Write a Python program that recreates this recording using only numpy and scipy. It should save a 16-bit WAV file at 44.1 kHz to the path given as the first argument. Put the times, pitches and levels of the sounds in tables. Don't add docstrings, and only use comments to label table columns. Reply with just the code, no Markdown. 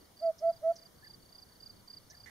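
import sys
import numpy as np
from scipy import signal
from scipy.fft import rfft, irfft
from scipy.io import wavfile
from scipy.ndimage import uniform_filter1d

SR = 44100
rng = np.random.default_rng(int(sys.argv[2]) if len(sys.argv) > 2 else 0)


def wrap_up_sound(samples):
    columns = np.atleast_2d(samples).T
    tamed = np.clip(columns, -1, 1)
    steps = np.round(tamed * 32767).astype(np.int16)
    wavfile.write(sys.argv[1], SR, steps)


N = 101430

# start in seconds, length in seconds, level in dB, level of the
# buzz at the close in dB against the note, then four pitches in Hz at even steps through the note.
HOOT_NOTES = [(0.196, 0.12, -24, -46.5, 671, 665, 656.6, 635.6),
              (0.398, 0.12, -22.5, -33, 663, 663.6, 672.2, 663),
              (0.608, 0.12, -23, -31, 648.7, 655, 670, 673)]
HOOT_OVERTONES = list(zip(range(2, 5), [-38.5, -48.5, -61]))
# delay in seconds, level in dB.
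HOOT_ECHOES = [(.022, -38), (.052, -34.5), (.135, -42.5)]
# start in seconds, level in dB, stretch of the stroke spacing (a factor).
NEAR_CRICKET_CHIRPS = [(0.1665, -52, 0.99), (0.4675, -56, 1.02), (0.759, -52, 1.03), (1.0425, -49, 1),
                       (1.3225, -49.5, 1.05), (1.601, -46.5, 1.017), (1.875, -45.5, 0.99),
                       (2.145, -51.5, 0.96)]
FAR_CRICKET_CHIRPS = [(-0.049, -62.5, 0.98), (0.186, -63.5, 1.0), (0.395, -67, 1.0), (0.669, -63.5, .98),
                      (0.957, -63, 0.93), (1.196, -61, 0.99), (1.461, -60.5, 0.98), (1.703, -62, .98),
                      (1.975, -66, 0.92), (2.225, -74, 0.97)]
# time after the chirp's start in seconds (before stretching),
# length in seconds, level in dB against the chirp, pitch offset in Hz.
WING_STROKES = [(0, .0145, -4.5, -40), (0.022, .0225, -1.9, -10), (0.054, 0.024, -1, 3.5),
                (0.09, 0.023, -1.56, -1)]
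# start in seconds, gap between its two flicks in seconds, level in dB.
BIRD_TICKS = [(0.381, 0.0077, -53), (0.756, 0.0057, -51), (2.0987, 0.0076, -49.5)]
# start in seconds, level in dB.
YODEL_CALLS = [(1.021, -55), (2.103, -57.5)]
# start in seconds, pitch in Hz, length in seconds, level in dB.
DULL_BUMPS = [(0.012, 297, 0.023, -58), (1.09, 899, 0.02, -62.5)]
# frequency in Hz, relative strength in dB per Hz.
AIR_COLOUR = [(15, -10), (40, -4.5), (90, 1.5), (200, -4), (450, -8), (1000, -11.5), (1600, -16),
              (2400, -18.5), (4000, -20), (6000, -18.5), (8000, -36), (15000, -52)]
# frequency in Hz, likeness from 0 to 1.
AIR_LIKENESS = [(40, 1), (110, .62), (200, 0.7), (400, .25), (1300, 0), (5000, 0)]
# frequency in Hz, relative strength in dB per Hz.
HISS_COLOUR = [(500, -6.5), (4000, -1), (9500, 4), (15500, 0.5)]
# centre in Hz, width in Hz.
NARROW_DIPS = [(2600, 322), (7720, 560)]

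OPEN_S, OPEN_WIDTH_S, CLOSE_S = 0.028, 0.007, 0.024
SWELL_TOP, SWELL_DB = 0.69, 34
PITCH_FROM = 0.27
SCOOP_HZ, SCOOP_S, SCOOP_WIDTH_S = 64.5, 0.025, 0.0019
BUZZ_BEFORE_S, BUZZ_WIDTH_S = 0.015, 0.013
HOOT_PAN_DB, HOOT_LEAD_S, HOOT_WET_DB = -3, 0.00003, -34.5
TREES_DELAY_S, TREES_T60_S = 0.0069, 0.42

NEAR_HZ, FAR_HZ = 4787, 4630
STROKE_SAG_HZ, STROKE_BEND, STROKE_SHAPE, STROKE_ROUGH = 430, 2.82, 0.84, 0.27
NEAR_PAN_DB, FAR_PAN_DB, CRICKET_LEAD_S = -6.5, -5, 0.000032
CRICKET_WET_DB, CRICKET_T60_S = -19.5, 0.2

TICK_TOP_HZ, TICK_FALL_HZ, TICK_FLICK_S = 6690, 2907, 0.009
TICK_FIRST_DB, TICK_ROUGH, TICK_PAN_DB = -4, 0.63, -4.5
TICK_LEAVES_DB, TICK_LEAVES_T60_S, TICK_WET_DB = -3, 0.045, -9.5

CALL_S, CALL_HZ, CALL_ARCH_HZ = 0.056, 1612, 186
FLIP_HZ, FLIP_AT_S, FLIP_HALF_S = 231, 0.03, 0.0052

RASP_AT_S, RASP_DB, RASP_FADE_DB_PER_S, RASP_PAN_DB = 2.259, -58.5, 87, -20
RASP_CLICKS_PER_S, RASP_HZ, RASP_HALF_WIDTH_HZ = 240, 1934, 240
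RASP_HISS_DB = -10.5

AIR_DB, AIR_PATCH_DB, HISS_DB = -62, 1.53, -68.5
EDGE_HZ = 15680


def amp(db):
    return 10 ** (np.asarray(db) / 20)


def unit(x):
    return x / np.sqrt(np.mean(x ** 2) + 1e-20)


def read(points, hz):
    f, value = np.transpose(points)
    return np.interp(np.log(hz + 1), np.log(f + 1), value)


def add(mix, s, sound):
    at = round(s * SR)
    sound = sound[max(-at, 0):]
    part = mix[max(at, 0):][:len(sound)]
    part += sound[:len(part)]


def noise(gain):
    spectrum = rfft(rng.standard_normal(N))
    return unit(irfft(spectrum * gain(np.fft.rfftfreq(N, 1 / SR)), N))


def waver(rate_hz):
    return noise(lambda hz: 1 / (1 + (hz / rate_hz) ** 4))


def place(x, pan_db, lead_s=0):
    hz = np.fft.rfftfreq(N, 1 / SR)
    left = irfft(rfft(x) * np.exp(2j * np.pi * hz * lead_s), N)
    return np.array([left * amp(pan_db / 2), x * amp(-pan_db / 2)])


def trees(x, t60, same=.5, delay_s=TREES_DELAY_S):
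    t = np.arange(SR // 2) / SR
    taps = rng.standard_normal((3, len(t))) * (rng.random((3, len(t))) < 1 / 20)
    same = np.clip(same, 0, 1)
    tail = np.sqrt(same) * taps[2] + np.sqrt(1 - same) * taps[:2]
    tail = tail * amp(-60 * t / t60) * (t > delay_s)
    tail = tail / np.linalg.norm(tail, axis=1, keepdims=True)
    return signal.fftconvolve(x[None], tail, axes=1)[:, :N]


def hoopoe():
    out, echoes, jitter = np.zeros(N), np.zeros(N), waver(rate_hz=160)
    for start, length, db, buzz_db, *pitch_hz in HOOT_NOTES:
        t = np.arange(0, length, 1 / SR)
        u = t / length
        hz = np.interp(u, np.linspace(PITCH_FROM, 1, len(pitch_hz)), pitch_hz)
        hz = hz - SCOOP_HZ / (1 + np.exp((t - SCOOP_S) / SCOOP_WIDTH_S))
        hz = hz + 0.95 * jitter[round(start * SR):][:len(t)]
        phase = 2 * np.pi * np.cumsum(hz) / SR
        opening = 1 / (1 + np.exp((OPEN_S - t) / OPEN_WIDTH_S))
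        closing = np.sin(np.pi / 2 * np.minimum((length - t) / CLOSE_S, 1))
        tone = amp(-SWELL_DB * (u - SWELL_TOP) ** 2) * np.sin(phase)
        overtones = sum(amp(level) * np.sin(k * phase) for k, level in HOOT_OVERTONES)
        overtones = overtones * amp(-8 * (u - .5))
        flare = np.exp(-((length - BUZZ_BEFORE_S - t) / BUZZ_WIDTH_S) ** 2)
        buzz = amp(buzz_db) * flare * np.cos(2 * phase)
        add(out, start, amp(db) * opening * closing * (tone + overtones + buzz))
    for delay, db in HOOT_ECHOES:
        add(echoes, delay, amp(db) * out)
    direct = place(out, HOOT_PAN_DB, HOOT_LEAD_S)
    tail = amp(HOOT_WET_DB) * trees(out, TREES_T60_S, same=0.99)
    return direct + place(echoes, pan_db=0, lead_s=-.00015) + tail


def cricket(chirps, top_hz, pan_db):
    out = np.zeros(N)
    for start, db, stretch in chirps:
        for after, length, stroke_db, offset_hz in WING_STROKES:
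            u = np.arange(0, length, 1 / SR) / length
            stroke_hz = top_hz + offset_hz + 12 * rng.standard_normal()
            hz = stroke_hz - STROKE_SAG_HZ * u ** STROKE_BEND
            swell = abs(np.sin(np.pi * u)) ** STROKE_SHAPE
            stroke = swell * np.sin(2 * np.pi * np.cumsum(hz) / SR)
            add(out, start + after * stretch, amp(db + stroke_db) * stroke)
    out = out * (1 + STROKE_ROUGH * waver(rate_hz=300))
    grass = amp(-15) * trees(out, t60=.015, same=0, delay_s=.0005)
    tail = amp(CRICKET_WET_DB) * trees(out, CRICKET_T60_S, same=0.12)
    return place(out, pan_db, CRICKET_LEAD_S) + grass + tail


def ticks():
    out = np.zeros(N)
    u = np.arange(0, TICK_FLICK_S, 1 / SR) / TICK_FLICK_S
    hz = TICK_TOP_HZ - TICK_FALL_HZ * u
    flick = np.sin(np.pi * u ** 0.67) ** 2 * np.sin(2 * np.pi * np.cumsum(hz) / SR)
    for start, gap, db in BIRD_TICKS:
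        add(out, start, amp(db + TICK_FIRST_DB) * flick)
        add(out, start + gap, amp(db) * flick)
    out = out * (1 + TICK_ROUGH * waver(rate_hz=990))
    leaves = amp(TICK_LEAVES_DB) * trees(out, TICK_LEAVES_T60_S, same=.5, delay_s=.001)
    leaves = amp([[TICK_PAN_DB / 2], [-TICK_PAN_DB / 2]]) * leaves
    tail = amp(TICK_WET_DB) * trees(out, t60=0.33, same=0.17)
    return place(out, TICK_PAN_DB) + leaves + tail


def far_calls():
    out, t = np.zeros(N), np.arange(0, CALL_S, 1 / SR)
    arch = abs(np.sin(np.pi * t / CALL_S))
    from_flip = abs(t - FLIP_AT_S)
    hz = CALL_HZ + CALL_ARCH_HZ * arch + FLIP_HZ * (from_flip < FLIP_HALF_S)
    breaks = np.tanh(abs(from_flip - FLIP_HALF_S) / 0.0016)
    call = np.sqrt(arch) * breaks * np.sin(2 * np.pi * np.cumsum(hz) / SR)
    for start, db in YODEL_CALLS:
        add(out, start, amp(db) * call)
    out = out * (1 + 0.19 * waver(rate_hz=150))
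    return place(out, pan_db=-1.0, lead_s=-.00017) + amp(-13) * trees(out, t60=0.17, same=0.24)


def rasp():
    t, hz = np.arange(N) / SR - RASP_AT_S, np.fft.rfftfreq(N, 1 / SR)
    turns = np.cumsum(RASP_CLICKS_PER_S * (1 + .2 * waver(rate_hz=100))) / SR
    clicks = np.diff(np.floor(turns), prepend=0)
    clicks = unit(clicks * amp(2.5 * waver(rate_hz=200)))
    drive = clicks + 0.49 * rng.standard_normal(N)
    resonance = 1 / (1 + 1j * (hz - RASP_HZ) / RASP_HALF_WIDTH_HZ) ** 2
    throat = unit(irfft(rfft(drive) * resonance, N))
    hiss = amp(RASP_HISS_DB) * noise(lambda f: f / (f + 2000) / (1 + (f / 8500) ** 8))
    level = np.clip(t / 0.0016, 0, 1) * amp(RASP_DB - RASP_FADE_DB_PER_S * np.maximum(t, 0))
    return place(level * (throat + hiss), RASP_PAN_DB)


def bumps():
    out = np.zeros(N)
    for start, hz, length, db in DULL_BUMPS:
        t = np.arange(0, length, 1 / SR)
        swell = np.sin(np.pi * t / length) ** 2
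        add(out, start, amp(db) * swell * np.sin(2 * np.pi * hz * t))
    return out


def air():
    frames, hz = N // 256 + 5, np.fft.rfftfreq(1024, 1 / SR)
    a, b, c, d, patches = rng.standard_normal((5, frames, 513)).transpose(0, 2, 1)
    patches = uniform_filter1d(patches, size=8, axis=0)
    patches = unit(uniform_filter1d(patches, size=16, axis=1))
    same = np.clip(read(AIR_LIKENESS, hz), -1, 1)[:, None]
    left = a + 1j * b
    right = same * left + np.sqrt(1 - same ** 2) * (c + 1j * d)
    colour = amp(read(AIR_COLOUR, hz)[:, None] + AIR_PATCH_DB * patches)
    spectra = np.array([left, right]) * colour
    wash = unit(signal.istft(spectra, nperseg=1024, noverlap=768)[1][:, :N])
    return amp(AIR_DB) * wash + amp(HISS_DB) * noise(lambda f: amp(read(HISS_COLOUR, f)))


def scene():
    near = cricket(NEAR_CRICKET_CHIRPS, NEAR_HZ, NEAR_PAN_DB)
    far = cricket(FAR_CRICKET_CHIRPS, FAR_HZ, FAR_PAN_DB)
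    return hoopoe() + near + far + ticks() + far_calls() + rasp() + bumps() + air()


def record(dry):
    hz = np.fft.rfftfreq(2 * N, 1 / SR)
    gain = np.prod([abs(hz - f) / np.hypot(hz - f, width / 2) for f, width in NARROW_DIPS], axis=0)
    gain = gain ** 1.5 + 0.024
    notched = irfft(rfft(dry, 2 * N) * gain)[:, :N]
    low_pass = signal.firwin(1023, EDGE_HZ, window=("kaiser", 9), fs=SR)
    return signal.oaconvolve(notched, low_pass[None], "same")


dry = scene()
out = record(dry)
wrap_up_sound(out)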